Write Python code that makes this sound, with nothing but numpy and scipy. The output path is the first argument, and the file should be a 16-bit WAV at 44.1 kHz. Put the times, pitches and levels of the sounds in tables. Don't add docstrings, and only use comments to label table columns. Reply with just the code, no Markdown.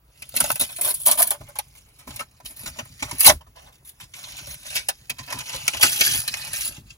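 import sys
import numpy as np
from scipy import signal
from scipy.fft import rfft, irfft, next_fast_len
from scipy.io import wavfile
from scipy.ndimage import uniform_filter1d

SR = 44100
rng = np.random.default_rng(int(sys.argv[2]) if len(sys.argv) > 2 else 0)


def waveform_to_disk(signal):
    frames = np.transpose(np.atleast_2d(signal))
    scaled = np.clip(frames, -1, 1) * 32767
    samples = np.round(scaled).astype(np.int16)
    wavfile.write(sys.argv[1], SR, samples)


N = 307377


def amp(db):
    return 10 ** (np.asarray(db) / 20)


def unit(x):
    return x / np.sqrt(np.mean(x ** 2) + 1e-20)


def along(points, hz):
    f, value = np.transpose(points)
    return np.interp(np.log(hz + 1), np.log(f + 1), value)


def filtered(x, response):
    m = next_fast_len(N + 8192)
    return irfft(rfft(x, m) * response(np.fft.rfftfreq(m, 1 / SR)), m)[..., :N]


def hiss(response, patchy_db):
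    z = signal.stft(rng.standard_normal((2, N)), nperseg=256)[2]
    field = uniform_filter1d(rng.standard_normal(z.shape[1:]), 4, 0)
    patches = amp(patchy_db * unit(uniform_filter1d(field, 6, 1)))
    noise = signal.istft(z * patches, nperseg=256)[1][:, :N]
    return unit(filtered(noise, response))


def curve_hiss(points, patchy_db):
    return hiss(lambda f: amp(along(points, f)), patchy_db)


def crackle(per_s, spread_db, t60, smooth):
    strength = amp(2 * spread_db * np.minimum(rng.exponential(size=N), 3))
    slips = (rng.random(N) < per_s / SR) * strength
    power = signal.lfilter([1], [1, -amp(-120 / (t60 * SR))], slips)
    return smooth + (1 - smooth) * power / power.mean()


# t/s, level/dB, fibre level/dB re level, pocket level/dB re level,
# panel note f/Hz, base decay t60/s
CREASE_SNAPS = [(0.2194, -22, -12.5, -28, 2495, 0.04), (0.2901, -38.5, 6.5, -13, 4270, 0.027),
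                (0.3389, -30.5, -8.5, -4, 3626, 0.027), (0.3621, -13.5, -0.5, -31, 4054, 0.05),
                (0.3814, -26, -1.5, -25, 4394, 0.058), (0.401, -8.5, 1, -14.5, 1632, 0.046),
                (0.4374, -17.5, -5, -8.5, 846, 0.045), (0.4852, -34, 3, -27, 4500, 0.078),
                (0.5014, -18, 2.5, 1.5, 912, 0.017), (0.5134, -19.5, 2.5, -16, 872, 0.042),
                (0.5544, -23, 0.5, -15.5, 2490, 0.05), (0.595, -16.5, 1.5, -25.5, 3880, 0.05),
                (0.608, -17, 3, -15.5, 3880, 0.075), (0.6866, -31, -12, -10.5, 2440, 0.062),
                (0.7229, -33, -3, -23, 3610, 0.05), (0.7597, -30, -4.5, -30.5, 2577, 0.056),
                (0.7814, -36, 3, 0, 690, 0.05), (0.81, -23, 6, -24.5, 2260, 0.044),
                (0.9404, -30, 11, -20, 4510, 0.055), (0.9981, -40.5, 15, -10, 4280, 0.042),
                (1.06, -15, 5, -20, 4285, 0.05), (1.0704, -13, 6, -16, 768, 0.017),
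                (1.1119, -12, 4.5, -15, 843, 0.031), (1.1518, -34, 7, -5.5, 612, 0.042),
                (1.1742, -24.5, -4.5, -8.5, 864, 0.034), (1.1879, -18, 4.5, -9.5, 4006, 0.056),
                (1.2004, -19, 9, -5, 715, 0.031), (1.2184, -14, 2.5, -19.5, 1728, 0.05),
                (1.2264, -14.5, 9, -24.5, 4320, 0.017), (1.2704, -27, 10.5, -15.5, 1700, 0.05),
                (1.3044, -18, 6, -9, 798, 0.055), (1.3374, -38.5, -9, -0.5, 598, 0.061),
                (1.4072, -48.5, -13.5, 9, 650, 0.043), (1.484, -46.5, 4, 3, 583, 0.068),
                (1.5529, -30.5, -9, -5.5, 1502, 0.069), (1.5863, -14, -5, -13.5, 849, 0.033),
                (1.9814, -37.5, -11.5, -19, 1263, 0.15), (2.0737, -36.5, -12, 2, 620, 0.027),
                (2.1043, -28.5, -14.5, -12.5, 3570, 0.033), (2.1585, -26.5, -2.5, -31, 4300, 0.05),
                (2.1903, -19.5, -15, -12, 2650, 0.05), (2.2007, -24.5, -7, -2.5, 1265, 0.046),
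                (2.3994, -46.5, -5.5, 3.5, 988, 0.033), (2.4553, -24.5, -6, -39, 3020, 0.036),
                (2.6579, -16.5, -15, -22, 1452, 0.041), (2.6698, -21.5, -10, -18, 1560, 0.063),
                (2.7851, -20.5, -20, -9, 2832, 0.05), (2.8505, -40.5, -1.5, -11, 994, 0.046),
                (3.022, -11.5, -24.5, -15, 2405, 0.039), (3.0861, -42, -11.5, -5, 4340, 0.085),
                (3.1108, -15.5, -11, -11.5, 963, 0.023), (3.1804, -30, 4, -28, 4170, 0.05),
                (3.2039, -14, 3, -21.5, 2640, 0.05), (3.2254, -18.5, 0, -17, 2690, 0.059),
                (3.243, -10, -2, -17.5, 2770, 0.05), (3.2514, -7, -9, -20.5, 4490, 0.041),
                (3.2595, 3, -1.5, -24.5, 4096, 0.05), (3.2713, -3, -2, -12.5, 868, 0.06),
                (3.2854, -1, -11, -15, 793, 0.05), (3.2934, -7.5, -11, 0.5, 634, 0.037),
                (3.4062, -51, -15, 8, 902, 0.043), (3.4634, -62.5, -9, 10, 1222, 0.035),
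                (4.0058, -33, -8, -14.5, 2935, 0.05), (4.1345, -28.5, -22, -37, 2270, 0.059),
                (4.2342, -28.5, -20.5, -20, 2490, 0.055), (4.3838, -28, -13.5, -14.5, 2740, 0.057),
                (4.4672, -29, -3, -13.5, 557, 0.05), (4.6997, -26, -7.5, -22, 2370, 0.05),
                (4.747, -14, -9.5, -28, 2290, 0.14), (4.7631, -16, -9, -20, 4320, 0.038),
                (4.8843, -8.5, -7, -15.5, 824, 0.05), (5.0948, -15, -8, -20, 2517, 0.05),
                (5.1811, -24, -16.5, -16.5, 1050, 0.086), (5.23, -34, -16.5, -13, 4150, 0.045),
                (5.3006, -22, -12.5, -21, 2743, 0.05), (5.3228, -15.5, -13, -13, 1924, 0.041),
                (5.3854, -23.5, -7, -34, 2540, 0.055), (5.4029, -20.5, -16, -27, 2490, 0.05),
                (5.4902, -20.5, -16, -17, 1796, 0.05), (5.5303, -24, -24.5, -12.5, 4110, 0.039),
                (5.5414, -29.5, -3.5, -8, 539, 0.053), (5.559, -19.5, -8.5, -22, 4160, 0.034),
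                (5.678, -1.5, -13.5, -31, 2455, 0.026), (5.7302, -19, -21.5, -7.5, 2480, 0.069),
                (5.7664, -19.5, -11.5, -22, 2630, 0.05), (5.7973, -31.5, 5, 1, 3230, 0.022),
                (5.8252, 1.5, -9.5, -18.5, 1310, 0.068), (5.8622, -22.5, -14, -28, 3756, 0.05),
                (5.918, -18.5, -1.5, -20, 4070, 0.039), (5.9733, -22, -2.5, -25, 2860, 0.05),
                (6.007, -2, -12, -31, 2486, 0.05), (6.0613, -10, -5.5, -33.5, 1722, 0.055),
                (6.096, -23.5, -3.5, -25, 2590, 0.043), (6.2761, -10.5, -8, -39, 4136, 0.041),
                (6.3375, -10.5, -33, -24, 2130, 0.0263), (6.4, -38, -7, -22, 2270, 0.044),
                (6.4714, -26, -7.5, -10.5, 2550, 0.044), (6.532, -21, -24.5, -25.5, 2308, 0.065),
                (6.6508, -24.5, -0.5, -20.5, 4300, 0.066), (6.7596, -40.5, -16, -7, 2870, 0.067),
                (6.9007, -32.5, -23, -40, 2750, 0.0494)]


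def crease_snaps():
    crest_db, flap_db = 8.5, -23.5
    low_note_db, high_note_db = 1.5, -0.5
    power, notes = np.zeros((4, N + SR)), np.zeros(N + SR)
    t = np.arange(SR // 4) / SR
    for s, db, fibre_db, pocket_db, hz, t60 in CREASE_SNAPS:
        at = round(s * SR)
        life = max(t60, .01) * np.c_[[1, .8, 1.3, 1.6]]
        rise = life * np.c_[[.085, .05, .09, .1]]
        shape = (1 - np.exp(-(t / rise) ** 2)) * amp(-60 * (t / life) ** 1.38)
        level = amp(db + np.c_[[-crest_db, fibre_db, pocket_db, pocket_db + flap_db]])
        burst = level * shape
        power[:, at:at + len(t)] += burst ** 2
        if hz < 1350:
            note_level = amp(low_note_db) * burst[2]
        else:
            note_level = amp(high_note_db + along(SHEET_COLOUR, hz)) * burst[0]
        blur = hz / 15000 * np.cumsum(rng.standard_normal(len(t)))
        notes[at:at + len(t)] += note_level * np.sin(2 * np.pi * hz * t + blur)
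    power[:2, :N] *= crackle(per_s=580, spread_db=3.0, t60=0.0091, smooth=.65)
    return power[:, :N], notes[:N]


# start t/s, length t/s, sheet level/dB,
# fibre level/dB re sheet, pocket level/dB re sheet
LONG_RIPS = [(.345, .18, -39, 5, -7.5), (0.597, .04, -30.5, 1, -15.5), (0.809, 0.098, -36, 13, -2),
             (.94, 0.16, -53.5, 16.5, -8.5), (1.054, 0.075, -31, 9.5, -5.5), (1.171, .065, -35, 12, -7.5),
             (1.251, 0.084, -46, 11, -3.5), (1.414, .11, -65.5, -9, 9), (1.749, 0.0299, -54, 1, -10),
             (2.085, 0.14, -49, -0.5, -3), (2.447, .07, -50.5, 8.5, -6), (2.558, .13, -51.5, 9, -10.5),
             (2.756, 0.05, -52.5, -6.5, -2), (2.989, .15, -45, -4.5, -8), (3.19, 0.11, -34.5, 14.5, -20.5),
             (3.253, 0.029, -20, -3.5, -2), (3.553, .14, -59, -3.5, 2.5), (3.847, .05, -55.5, 8.5, -12),
             (3.72, 0.041, -60, -3.5, -6.5), (3.998, 0.039, -46, -7.5, -8.5), (4.145, .3, -46, -3, -9.5),
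             (4.476, 0.064, -42.5, 2, -8.5), (4.65, 0.082, -40, -4, -15.5), (4.738, 0.029, -35, -2, -15),
             (5.271, .14, -46, -14, 0.5), (5.454, .11, -39.5, -6.5, -8.5), (5.616, 0.21, -50, -7, -15),
             (5.73, 0.03, -49, -2, -14), (5.808, 0.061, -21, -1, -17), (5.875, .1, -32.5, 2, -18.5),
             (5.984, .16, -25, -1.5, -17), (6.155, 0.047, -33.5, 5.5, -12.5),
             (6.367, 0.12, -43.5, -3, -10.5), (6.526, 0.16, -34.5, 3, -17.5), (6.701, 0.064, -49, -3, -6.5),
             (6.865, 0.068, -56.5, -12, -23)]


def long_rips():
    rise_s, swell, t60 = 0.0034, 0.027, 0.11
    t, power = np.arange(N) / SR, np.zeros((3, N))
    for start, length, db, fibre_db, pocket_db in LONG_RIPS:
        rise = np.clip((t - start) / (rise_s + swell * length), 0, 1)
        shape = rise * amp(-60 * np.clip(t - start - length, 0, 1) / t60)
        power += (amp(db + np.c_[[0, fibre_db, pocket_db]]) * shape) ** 2
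    return power


# t/s, sheet level/dB, fibre level/dB re sheet
HELD_RUSTLE = [(0.0, -84, 1), (0.21, -56, -2), (0.49, -49.5, 5.5), (1.14, -54, 13), (1.36, -60, -0.5),
               (2.43, -67.5, -2), (2.64, -48.5, -5.5), (3.03, -57, -5.5), (3.2, -46.5, 1.5),
               (3.4, -74.5, -1.5), (4.04, -67.5, 2.5), (4.29, -52, -3.5), (4.58, -50, -2), (4.78, -47, -2),
               (4.91, -58, -4), (5.14, -59.5, -1.5), (5.34, -47, -1.5), (5.79, -39.5, -3), (6.0, -36.5, 2),
               (6.58, -42.5, -3.5), (6.76, -64, -0.5), (6.97, -68, 2.5)]


def held_rustle():
    pocket_db = -13.5
    seat_db, seat_follows = -56, .3
    t = np.arange(N) / SR
    s, *columns = np.transpose(HELD_RUSTLE)
    sheet_db, fibre_db = [np.interp(t, s, c) for c in columns]
    power = amp(2 * np.array([sheet_db, sheet_db + fibre_db, sheet_db + pocket_db]))
    return power, amp(2 * (seat_db + seat_follows * (sheet_db + 50)))


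# f/Hz, level/dB
SHEET_COLOUR = [(500, -49.5), (1200, -10), (2400, 2), (3500, 2), (5500, 0.5), (7000, 1), (9000, -5.5),
                (13000, -22.5)]


def sheet_rustle(power):
    return np.sqrt(power) * curve_hiss(SHEET_COLOUR, patchy_db=3.0)


# f/Hz, level/dB
FIBRE_COLOUR = [(4000, -40), (7600, -14.5), (8200, 1), (9500, -0.5), (11000, 1.5), (13000, -8),
                (15000, -1.5), (16000, -16.5)]


def fibre_hiss(power):
    return np.sqrt(power) * curve_hiss(FIBRE_COLOUR, patchy_db=3.5)


# f/Hz, width f/Hz, level/dB
POCKET_MODES = [(592.5, 66, 0), (853, 52, -3), (984, 43, 1.5), (1223, 1400, -9.5)]


def hollow_pocket(power):
    def modes(f):
        total = 0
        for k, (centre, width, db) in enumerate(POCKET_MODES):
            damping = 1j * f * width
            total = total + (-1) ** k * amp(db) * damping / (centre ** 2 - f ** 2 + damping)
        return total * f ** 2 / (f ** 2 + 400 ** 2)
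    return np.sqrt(power) * hiss(modes, patchy_db=3.5)


def envelope_mouth(power):
    open_s, open_db, shut_db = 3.95, -8.5, -12.5
    centre_hz, width_hz = 2570, 220
    gain = amp(np.where(np.arange(N) > open_s * SR, open_db, shut_db))
    ring = lambda f: f * width_hz / (centre_hz ** 2 - f * f + 1j * f * width_hz)
    return gain * np.sqrt(power) * hiss(ring, patchy_db=3.0)


# f/Hz, level/dB
FLAP_COLOUR = [(120, -42), (220, 6), (310, 3.5), (450, -4.5), (700, -17)]


def sheet_flap(power):
    return np.sqrt(power) * curve_hiss(FLAP_COLOUR, patchy_db=0.5)


# t/s, level/dB, flap level/dB re level, boom level/dB re level
LAP_THUMPS = [(0.405, -34.5, -12, -10.5), (0.504, -39.5, -19, -31), (0.608, -42, 0, -10),
              (0.779, -54.5, -1.5, -10), (1.073, -49.5, -13, -24), (1.399, -36, -11, -16.5),
              (2.067, -33.5, -5, -14.5), (2.135, -41.5, -18.5, -16), (2.199, -51, -2, -9),
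              (2.429, -54.5, -4.5, 0.5), (2.499, -62.5, 3, -2), (2.629, -46, -2.5, -6.5),
              (2.662, -36.5, -11.5, -5), (2.779, -45.5, 7, -6), (2.891, -41, -25, -13),
              (3.016, -35.5, -2, -8.5), (3.121, -36, -4, -9.5), (3.269, -31, 5.5, 0),
              (3.308, -32.5, -2.5, 1.5), (3.465, -47, -11.5, -4.5), (3.629, -44.5, -19, -7.5),
              (4.018, -46.5, -14.5, -10.5), (4.4, -47.5, -8, -3), (4.47, -40.5, -15.5, -7),
              (4.662, -47, -16.5, -11.5), (5.099, -52.5, 3, -3.5), (5.189, -42.5, -14, -11),
              (5.336, -32.5, -10.5, -19), (5.54, -40.5, -5.5, -8.5), (5.737, -39, -7, -4),
              (5.829, -29.5, -1, -19), (6.079, -37.5, -9, -13.5), (6.139, -38, -5, -3.5),
              (6.299, -42, -8.5, -10), (6.49, -42.5, -16, -14), (6.579, -44.5, -14.5, -4.5),
              (6.679, -40.5, -7.5, -5), (6.774, -34, -14.5, -22), (6.845, -42, -24, -7)]


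def lap_thumps():
    rise_s, t60 = np.c_[[0.0096, 0.01, 0.068]], np.c_[[0.094, 0.23, 0.12]]
    crest_db = 3.5
    power, t = np.zeros((3, N + SR)), np.arange(SR // 2) / SR
    shape = (1 - np.exp(-(t / rise_s) ** 2)) * amp(-60 * t / t60)
    shape = shape / shape.max(axis=1, keepdims=True)
    for s, db, flap_db, boom_db in LAP_THUMPS:
        at = round(s * SR)
        level = amp(db + np.c_[[flap_db, -crest_db, boom_db]])
        power[:, at:at + len(t)] += (level * shape) ** 2
    return power[:, :N]


# f/Hz, level/dB
SEAT_COLOUR = [(60, -14), (100, 3), (135, 4.5), (170, -6.5), (300, -16.5), (500, -61.5)]


def seat_bumps(power):
    return np.sqrt(power) * curve_hiss(SEAT_COLOUR, patchy_db=3.0)


def cabin_echoes(x, t60):
    hop = round(.4 * SR)
    wet, window = np.zeros(N + 2 * SR), np.hanning(2 * hop)
    padded = np.pad(x, (hop, 2 * hop))
    decay = amp(-60 * np.arange(SR // 5) / SR / t60)
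    for start in range(0, N + hop, hop):
        tail = rng.standard_normal(SR // 5) * decay
        dry_piece = padded[start:start + 2 * hop] * window
        piece = signal.fftconvolve(dry_piece, tail / np.linalg.norm(tail))
        wet[start:start + len(piece)] += piece
    return filtered(wet[hop:hop + N], lambda f: 1 / (1 + 1j * f / 7000))


# f/Hz, level/dB
BOOM_COLOUR = [(20, -42.5), (35, 2), (55, 7.5), (75, 7.5), (110, -35)]


def cabin_boom(thump_power):
    resting_db = -60.5
    return np.sqrt(amp(2 * resting_db) + thump_power) * curve_hiss(BOOM_COLOUR, patchy_db=0.0)


# f/Hz, level/dB
CABIN_COLOUR = [(150, -11.5), (300, 2), (1000, -0.5), (2500, -8.5), (6000, -26), (16000, -7)]


def cabin_bed():
    return amp(-64.5) * curve_hiss(CABIN_COLOUR, patchy_db=2.5)


def scene():
    rustle, seat = held_rustle()
    rustle = rustle + long_rips()
    snap, notes = crease_snaps()
    flap, bump, boom = lap_thumps()
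    fine = crackle(per_s=220, spread_db=4.5, t60=.035, smooth=.55)
    coarse = crackle(per_s=27, spread_db=2, t60=0.32, smooth=0.14)
    paper = notes + sheet_rustle(rustle[0] * fine + snap[0])
    paper = paper + fibre_hiss(rustle[1] * fine + snap[1])
    paper = paper + hollow_pocket(rustle[2] * coarse + snap[2])
    paper = paper + envelope_mouth(rustle[0] * coarse + snap[0])
    rustle_flap = amp(2 * -13) * rustle[2]
    paper = paper + sheet_flap(snap[3] + flap + rustle_flap)
    shared = amp(1.5) * paper[0] + amp(-2.5) * cabin_echoes(paper[0], t60=0.057)
    apart = amp(3.5) * cabin_echoes(paper[0], t60=0.039) + amp(-6.0) * paper[1]
    return np.array([shared, apart]) + seat_bumps(seat + bump) + cabin_boom(boom) + cabin_bed()


# f/Hz, likeness (0 to 1)
MIC_LIKENESS = [(40, 1), (90, 1), (150, 0.99), (300, 1), (800, 0.089), (2000, 0.35), (5000, 0.4),
                (7000, 0.79), (9000, 1), (16000, 0.27)]
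# f/Hz, phase/rad
RIGHT_LEAD = [(0, 0), (600, 0), (3000, -3.1), (6000, -6.3), (16000, 6.3)]
# f/Hz, level/dB
LEFT_OVER_RIGHT = [(300, 0), (2000, -1.5), (5200, -2.5), (7000, -0.5), (16000, 0.5)]


def record(dry):
    top_hz = 15800
    half_angle = lambda f: np.arccos(np.clip(along(MIC_LIKENESS, f), 0, 1)) / 2
    same, apart = filtered(dry, lambda f: np.array([np.cos(half_angle(f)), np.sin(half_angle(f))]))
    side = np.c_[[1, -1]]

    def ports(f):
        lead = np.interp(f, *np.transpose(RIGHT_LEAD))
        return amp(side * along(LEFT_OVER_RIGHT, f) / 2) * np.exp(-.5j * side * lead)
    x = filtered(np.array([same + apart, same - apart]), ports)
    x = x / (1 + np.abs(x) ** 20) ** (1 / 20)
    return filtered(x, lambda f: f < top_hz)


dry = scene()
out = record(dry)
waveform_to_disk(out)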